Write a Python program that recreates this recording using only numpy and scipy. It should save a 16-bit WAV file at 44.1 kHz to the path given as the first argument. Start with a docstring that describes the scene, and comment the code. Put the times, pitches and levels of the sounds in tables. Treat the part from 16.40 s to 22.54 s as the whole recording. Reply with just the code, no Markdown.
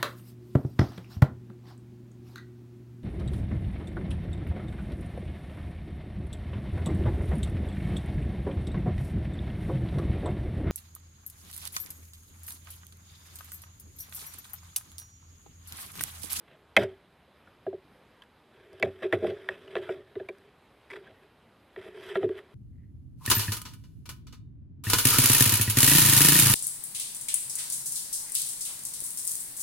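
"""A steady hush of leaves and far-off noise in a garden; then, close by, a table knife saws through
cooked meat on a light plate. The blade ticks on the plate, and each blow knocks the plate against the
wooden table. Between blows the serrated edge scrapes the glaze and the plate rumbles.
A stereo microphone near the table picks it up, with two short echoes from nearby surfaces."""
import sys
import numpy as np
from scipy import signal
from scipy.fft import rfft, irfft, next_fast_len
from scipy.io import wavfile

SR = 44100
rng = np.random.default_rng(int(sys.argv[2]) if len(sys.argv) > 2 else 0)


def inscribe(sig):
    """Save sig as 16-bit PCM at rate SR to the path in sys.argv[1].

    A 1-D sig is mono; a 2-D sig holds one channel per row.
    Samples are clipped to [-1, 1] before scaling.
    """
    pcm = np.round(np.clip(np.atleast_2d(sig).T, -1, 1) * 32767)
    wavfile.write(sys.argv[1], SR, pcm.astype(np.int16))


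N = 270862

# Spectrum of the leaves and far-off noise: frequency_hz, relative_density_db
GARDEN_SPECTRUM = [(25, -28), (60, -1), (97, -3.5), (250, -5.5), (600, -8), (1600, -14.5), (3400, -20),
                   (4300, -25), (5200, -42), (7000, -36), (10000, -36), (12000, -33), (13500, -44.5),
                   (15000, -58.5), (16000, -75)]
# How alike the garden is on left and right: frequency_hz, correlation
GARDEN_LIKENESS = [(60, 1), (180, 1.0), (550, 0.99), (1650, 0.99), (4970, 0.98), (15000, 0.89)]
# Strokes of the edge across the glaze: start_s, length_s, scrape_start_db, scrape_end_db,
# treble_share_db, shake_start_db, shake_end_db, knock_over_rocking_db
STROKES = [(0.08, 0.074, -61, -62, -24, -70, -66, 12), (0.387, 0.045, -37.5, -40.5, -17.5, -25, -32.5, 1),
           (0.43, 0.11, -50, -67.5, -22, -41, -54, -3.5), (2.428, 0.049, -46, -54, -20, -42, -41, 9),
           (2.627, 0.021, -43.5, -40, -25.5, -30, -22, -9), (2.74, 0.062, -36, -75, -23, -25, -38.5, -6),
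           (2.827, 0.035, -50.5, -47.5, -21.5, -18, -45, -5.5),
           (2.873, 0.04, -43.5, -55, -19.5, -25, -36.5, -3.5), (2.915, 0.02, -62, -72, -31, -38.5, -40, -9),
           (3.109, 0.048, -51, -55, -19.5, -39, -78, -5), (3.297, 0.081, -59, -55.5, -20, -48, -42, -4.5),
           (3.384, 0.042, -55, -58, -21, -33, -43.5, -7), (3.428, 0.058, -54, -49, -21, -46, -38, -10),
           (3.501, 0.1, -47, -62.5, -20.5, -42, -47.5, -1), (4.509, 0.031, -53, -55, -14, -56, -59, -19),
           (4.565, 0.025, -46.5, -60.5, -20, -41, -50, -11), (4.6, 0.012, -66, -78, -9, -52, -57, -20),
           (4.641, 0.076, -60.5, -63, -28, -67.5, -65, 13), (5.376, 0.022, -53, -55, -21, -49, -50, 1),
           (5.417, 0.065, -55.5, -55, -15, -47, -38.5, -5.5), (5.542, 0.12, -63, -49, -14.5, -47, -50, -25),
           (5.682, 0.09, -49.5, -48.5, -18.5, -36, -49, -22), (5.768, 0.04, -48, -58, -23, -23, -49, -18),
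           (5.812, 0.032, -55.5, -48, -22.5, -30.5, -28.5, -9),
           (5.911, 0.028, -62.5, -66.5, -20, -33, -44, -12),
           (5.953, 0.038, -57, -47, -20, -42.5, -44.5, -8.5)]
# Pressure of the cut through the meat, heard as rumble and rub: time_s, level_db
CUT_PRESSURE = [(0.361, -80), (0.45, -57.5), (0.62, -75), (2.0, -87), (2.158, -56), (2.57, -51.5),
                (2.8, -45.5), (3.1, -49.5), (3.46, -51.5), (3.62, -60), (4.06, -60.5), (4.25, -85),
                (4.45, -66), (4.839, -59), (4.97, -88), (5.301, -73), (5.54, -47), (5.79, -47.5),
                (5.919, -60), (6.0, -56.5), (6.14, -62.5)]
# Plate ringing under the edge: pitch_hz, level_db, t60_s
RIM_MODES = [(915, -7.5, 0.02), (1100, -6.5, 0.028), (1338.6, -1, 0.014), (1639, 0.5, 0.018),
             (1823, -1.5, 0.022), (2146, -3.5, 0.016), (2579, -8.5, 0.024), (3120, -6, 0.016),
             (3463, -6, 0.014), (3925, -16, 0.019)]
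# The blade's own ring: pitch_hz, level_db, t60_s
BLADE_MODES = [(4830, 0.5, 0.012), (5850, -4, .012), (7200, -4.5, .008), (8450, -2, .008),
               (9530, -1.5, .007), (11360, -1, .006), (12600, -5, 0.006)]
# Plate rocking on the table; neighbours start opposed and swell as they beat: pitch_hz, level_db, t60_s
ROCKING_MODES = [(357.6, -1, 0.1), (384, 2, 0.16), (414.8, 2, 0.1), (445.2, -1, 0.089)]
# Plate knocking on the table: pitch_hz, level_db, t60_s
KNOCK_MODES = [(199.4, -14.5, 0.15), (505, -3, 0.064), (567.4, -6.5, 0.17), (613.3, 1.5, 0.044),
               (653, 5, 0.041), (791, -11.5, .07)]
# Thud of the wooden table top: pitch_hz, level_db, t60_s
TABLE_MODES = [(93, -7.5, 0.28), (118.2, -3, 0.1), (160, -3.5, 0.053), (297, -0.5, 0.06)]
# Blade meets plate: start_s, tick_peak_db, blade_peak_db, rocking_db, knock_db, thud_db,
# tick_centre_hz, chatter_ms, off_centre_loss_db
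BLOWS = [(0.3655, -4, -19, -44, -16.5, -41, 2146, 7.2, 5.5),
         (0.3695, -13, -42, -51, -19.5, -30, 2146, 5, 16),
         (0.3745, -9, -42.5, -26, -18, -50, 2146, 3.3, 21),
         (0.434, -45, -39.5, -40, -57, -55, 2150, 6.1, 18),
         (1.074, -48, -74.5, -90.5, -80, -66.5, 1446, 5.5, 19),
         (1.2653, -40, -82.5, -29, -29.5, -44.5, 1230, 5.4, 5),
         (1.3286, -58.5, -79.5, -34, -38.5, -52, 1550, 4.8, 9.5),
         (1.8208, -40.5, -55, -89.5, -78.5, -78.5, 3164, 4, 16.5),
         (1.836, -50, -60, -86, -72, -68.5, 1640, 3.7, 0.5),
         (2.33, -72, -52.5, -50, -49, -51.5, 1310, 5.0, 1),
         (2.398, -40.5, -42, -41.5, -49, -52, 3120, 2.6, 10),
         (2.4264, -14, -45, -26, -20.5, -33, 2260, 5.2, 18), (2.6205, -56, -64, -45, -36, -60, 1790, 6, 7),
         (2.7252, -16, -39.5, -22.5, -22, -54, 1837, 3.9, 2.5),
         (2.7313, -22, -55, -30.5, -25, -27, 2055, 8.5, 14),
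         (2.8439, -36, -50, -30.5, -23, -51, 1640, 3.4, -2),
         (3.088, -15, -41.5, -41.5, -34, -61, 1880, 0.92, 7.5),
         (3.2772, -43.5, -60, -73, -75, -74, 2890, 5.2, 13),
         (3.3536, -23.5, -47, -25.5, -29.5, -69, 2620, 2.1, 0),
         (3.3653, -27, -50, -38.5, -37, -56, 1450, 5.9, 2.5),
         (3.4908, -30.5, -58, -30, -32, -63, 1484, 5.5, -3),
         (3.7542, -40, -80, -31, -46, -45, 1480, 6.4, -2.5),
         (3.798, -41.5, -73, -36.5, -37, -51, 1670, 7.1, 5),
         (3.8871, -29.5, -50, -37.5, -37, -74, 2348, 9.1, 7),
         (3.984, -68, -54, -77, -75.5, -56.5, 1457, 1.5, 14.5),
         (4.5025, -36, -67, -65, -54.5, -72, 2027, 4.0, 18),
         (4.508, -36.5, -51, -48, -70, -54, 2020, 4.9, 12.5),
         (4.5156, -34, -58, -53, -72, -65, 2230, 2.1, 5), (4.5322, -36, -60, -61, -50, -68, 2700, 3.0, 8.5),
         (4.5362, -35, -58, -43.5, -59, -59, 2300, 3.4, 6),
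         (4.5573, -38, -59, -43.5, -56, -66, 1960, 7.3, 4),
         (4.6684, -46.5, -67, -75, -65, -86, 1620, 13, 15),
         (5.3615, -34.5, -68, -38, -50, -70, 1910, 3.3, 2.5),
         (5.755, -22.5, -50.5, -26, -27, -74, 1400, 7.9, 7.5),
         (5.8294, -31, -60.5, -20, -29, -31.5, 1254, 2.9, 3),
         (5.8568, -55.5, -67, -28, -58, -34.5, 1140, 5.0, 19),
         (5.891, -37.5, -56, -26.5, -43.5, -61, 1920, 3.6, 5)]
# Echoes from surfaces near the table: delay_s, level_db
ECHOES = [(.003, -20), (.008, -19)]
# Level between the microphone's two ports: frequency_hz, left_minus_right_db
PORT_BALANCE = [(125, 0), (500, -.6), (1200, -.1), (2500, -.3), (3500, -3), (5000, -9.5), (6500, -5),
                (9000, 5.5), (12000, 1)]
# Phase between the ports: frequency_hz, left_lead_rad
PORT_PHASE = [(3000, -0.022), (4500, 0.11), (6000, .1), (7500, -.1), (10000, .05)]

GARDEN_RMS_DB = -61
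BITE_DB_PER_S, RELEASE_DB_PER_S = 1499, 899
RUB_DB, RUB_FOLLOWS, RUB_TREBLE_DB = -61, 0.75, -19  # rub at -50 dB pressure; share of swing; blade's part
JOLT_DB, PRESS_KNOCK_DB, TABLE_SHARE_DB = -31, -6, -3.5  # jolts; knock over rocking; table over knock
HELD_RING, FAVOURED_RING = .5, 1.3  # ring time factors: under the edge; a tick's centre mode
CHATTER_FORCE, TICK_SPREAD_OCT, TICK_DULL_DB_PER_OCT = 0.15, 0.22, 2.5
SCRAPE_LOW_CUT_HZ = 860  # the held plate gives little of its low modes
OVERLOAD_LEVEL, LOW_CUT_HZ, TOP_CUT_HZ = .8, 45, 16400


def from_db(db):
    """Gain of a level in dB."""
    return 10 ** (np.asarray(db) / 20)


def rms_one(x):
    """Scaled to rms 1."""
    return x / np.sqrt(np.mean(x ** 2) + 1e-20)


def at_hz(points, hz):
    """A spectrum table read on a log-frequency axis."""
    table_hz, values = np.transpose(points)
    return np.interp(np.log(hz), np.log(table_hz), values)


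def filtered(x, order, hz, kind):
    """Butterworth filter."""
    return signal.sosfilt(signal.butter(order, hz, kind, fs=SR, output="sos"), x)


def drift(rate_hz):
    """Slow noise of spread 1."""
    pole = np.exp(-80 * np.pi * rate_hz / SR)
    slow = signal.lfilter([1], [1, -2 * pole, pole * pole], rng.standard_normal(N // 40 + 2002))[2000:]
    return np.interp(np.arange(N) / 40, np.arange(len(slow)), rms_one(slow))


def grit(per_s, spread_db):
    """Random clicks of uneven size; rms 1."""
    sizes = from_db(spread_db * np.minimum(rng.exponential(1, N), 5)) * rng.choice([-1, 1], N)
    return rms_one(sizes * (rng.random(N) < per_s / SR))


def ring(force, hz, t60):
    """One mode: a unit click starts a dying sine of height 1."""
    decay, angle = from_db(-60 / (t60 * SR)), 2 * np.pi * hz / SR
    return signal.lfilter([0, np.sin(angle)], [1, -2 * decay * np.cos(angle), decay ** 2], force + 1e-18)


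def body(force, modes):
    """All modes of one body, neighbours in opposite sign."""
    return sum((-1) ** k * from_db(db) * ring(force, hz, t60) for k, (hz, db, t60) in enumerate(modes))


def garden(flicker_db):
    """Leaves and far-off noise: third-octave bands of stereo noise, each flickering in level."""
    out, shared_drift = 0, drift(1.5)
    edges_hz = 25 * 2 ** np.arange(0, 9.5, 1 / 3)
    white = rng.standard_normal((2, 2, N))
    for k, (low, high) in enumerate(zip(edges_hz, edges_hz[1:])):
        mid, side = filtered(white[k % 2], 2, [low, high], "band")
        hz = np.sqrt(low * high)
        alike = at_hz(GARDEN_LIKENESS, hz)
        gain = from_db(at_hz(GARDEN_SPECTRUM, hz) + flicker_db * (0.6 * shared_drift + drift(7.9)))
        out = out + gain * (np.sqrt(1 + alike) * mid + np.sqrt(1 - alike) * side * [[1], [-1]])
    return from_db(GARDEN_RMS_DB) * rms_one(out)


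def stroke_gain(start_db, end_db):
    """Every stroke bites, slides from one level to another and lets go; strokes add."""
    t, total = np.arange(N) / SR, 0
    for (start, length, *_), first_db, last_db in zip(STROKES, start_db, end_db):
        slide_db = np.interp(t, [start, start + length], [first_db, last_db])
        bite_db = BITE_DB_PER_S * np.maximum(start - t, 0)
        release_db = RELEASE_DB_PER_S * np.maximum(t - start - length, 0)
        total = total + from_db(slide_db - np.minimum(bite_db + release_db, 200))
    return total


def dragged(force, modes, wander_db=1.6):
    """Grit into damped modes whose strengths wander as the edge travels."""
    return rms_one(sum((-1) ** k * from_db(db + wander_db * drift(11.0)) * ring(force, hz, HELD_RING * t60)
                       for k, (hz, db, t60) in enumerate(modes)))


def edge_scrape(pressure_db):
    """The serrated edge scrapes and softly rubs: one rough contact drives both plate and blade."""
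    start_db, end_db, treble_db = np.transpose(STROKES)[2:5]
    scrape = stroke_gain(start_db, end_db)
    treble = stroke_gain(start_db + treble_db, end_db + treble_db)
    rub = from_db(RUB_DB + RUB_FOLLOWS * (pressure_db + 50))
    teeth = grit(4000.0, spread_db=2.0) * from_db(2.2 * drift(40.0))
    rasp = rms_one(filtered(dragged(teeth, RIM_MODES), 1, SCRAPE_LOW_CUT_HZ, "high"))
    blade = dragged(teeth, BLADE_MODES)
    return np.hypot(scrape, rub) * rasp + np.hypot(treble, from_db(RUB_TREBLE_DB) * rub) * blade


def plate_rumble(pressure_db):
    """The uneven push of the sawing shakes the plate on the table."""
    start_db, end_db, knock_db = np.transpose(STROKES)[5:]
    jolts = from_db(JOLT_DB) * grit(600.0, spread_db=1.5)
    tip = jolts * np.hypot(stroke_gain(start_db, end_db), from_db(pressure_db))
    knocking = stroke_gain(start_db + knock_db, end_db + knock_db)
    push = jolts * np.hypot(knocking, from_db(pressure_db + PRESS_KNOCK_DB))
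    plate = body(tip, ROCKING_MODES) + body(push, KNOCK_MODES)
    table = from_db(TABLE_SHARE_DB) * body(push, TABLE_MODES)
    return filtered(plate + table, 2, 70.0, "high")  # the rumble is thinned below about 70 Hz


def blade_ticks():
    """Each blow, a click and a short chatter, rings the blade and the plate modes near its centre."""
    out, rough, span = np.zeros(N), grit(2987.0, spread_db=2.0), SR // 10
    age_ms = np.arange(span) / SR * 1000
    rim_hz, rim_db, rim_t60 = np.transpose(RIM_MODES)
    for start, tick_db, blade_db, *_, centre_hz, chatter_ms, off_centre_db in BLOWS:
        at = round(start * SR)
        force = CHATTER_FORCE * rough[at:at + span] * np.exp(-(age_ms / chatter_ms) ** 4)
        force[0] = 2  # the first click
        octaves = np.log2(rim_hz / centre_hz)
        octaves -= octaves[np.argmin(np.abs(octaves))]  # the grip bends the nearest mode to the centre
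        favoured = np.exp(-(octaves / TICK_SPREAD_OCT) ** 2)
        # a flat contact loses the modes above the centre faster
        loss_db = off_centre_db * (1 - favoured) + TICK_DULL_DB_PER_OCT * np.maximum(octaves, 0)
        mode_db = rim_db + rng.normal(0, 1.5, len(rim_db)) - loss_db
        t60 = rim_t60 * np.where(octaves == 0, FAVOURED_RING, 1)
        plate_modes = zip(centre_hz * 2 ** octaves, mode_db, t60)
        for peak_db, modes in ((tick_db, plate_modes), (blade_db, BLADE_MODES)):
            sound = body(force, modes)
            out[at:at + span] += from_db(peak_db) * sound / np.abs(sound).max()
    return out


def plate_knocks():
    """The same blows push the plate against the table through a soft contact; it tips a moment later."""
    start_s, _, _, rocking_db, knock_db, thud_db, *_ = np.transpose(BLOWS)
    out = 0
    for blow_db, modes, lag_s, spread_db in ((rocking_db, ROCKING_MODES, 0.004, 2.1),
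                                             (knock_db, KNOCK_MODES, 0.00053, 2.1),
                                             (thud_db, TABLE_MODES, 0.0017, 1.6)):
        onsets = np.round((start_s + lag_s) * SR).astype(int)
        scatter_db = rng.normal(0, spread_db, (len(BLOWS), len(modes)))  # no two blows land alike
        for k, (hz, db, t60) in enumerate(modes):
            push = np.zeros(N)
            push[onsets] = from_db(blow_db + db + scatter_db[:, k])
            out = out + (-1) ** k * ring(push, hz, t60)
    return filtered(out, 3, [65.0, 1500.0], "band")


def scene():
    """Knife and plate up close, with two dull echoes and the garden behind."""
    pressure_db = np.interp(np.arange(N) / SR, *np.transpose(CUT_PRESSURE))
    close = blade_ticks() + plate_knocks() + plate_rumble(pressure_db) + edge_scrape(pressure_db)
    dull = signal.lfilter([.4], [1, -.6], close)
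    echoes = sum(from_db(db) * np.roll(dull, round(delay_s * SR)) for delay_s, db in ECHOES)
    return close + echoes + garden(flicker_db=1.2)


def record(dry):
    """The microphone's two ports differ in level and phase. Peaks are rounded and deep bass thinned."""
    size = next_fast_len(N + SR // 10)
    hz = np.maximum(np.arange(size // 2 + 1) * SR / size, 1)
    left = from_db(at_hz(PORT_BALANCE, hz) / 2) * np.exp(.5j * at_hz(PORT_PHASE, hz))
    ports = irfft(rfft(dry, size) * [left, 1 / left], size)[:, :N]
    rounded = OVERLOAD_LEVEL * np.tanh(ports / OVERLOAD_LEVEL)
    top_cut = signal.cheby2(12, 70, TOP_CUT_HZ, fs=SR, output="sos")  # the highest treble is cut off
    return signal.sosfilt(top_cut, filtered(rounded, 1, LOW_CUT_HZ, "high"))


dry = scene()
out = record(dry)
inscribe(out)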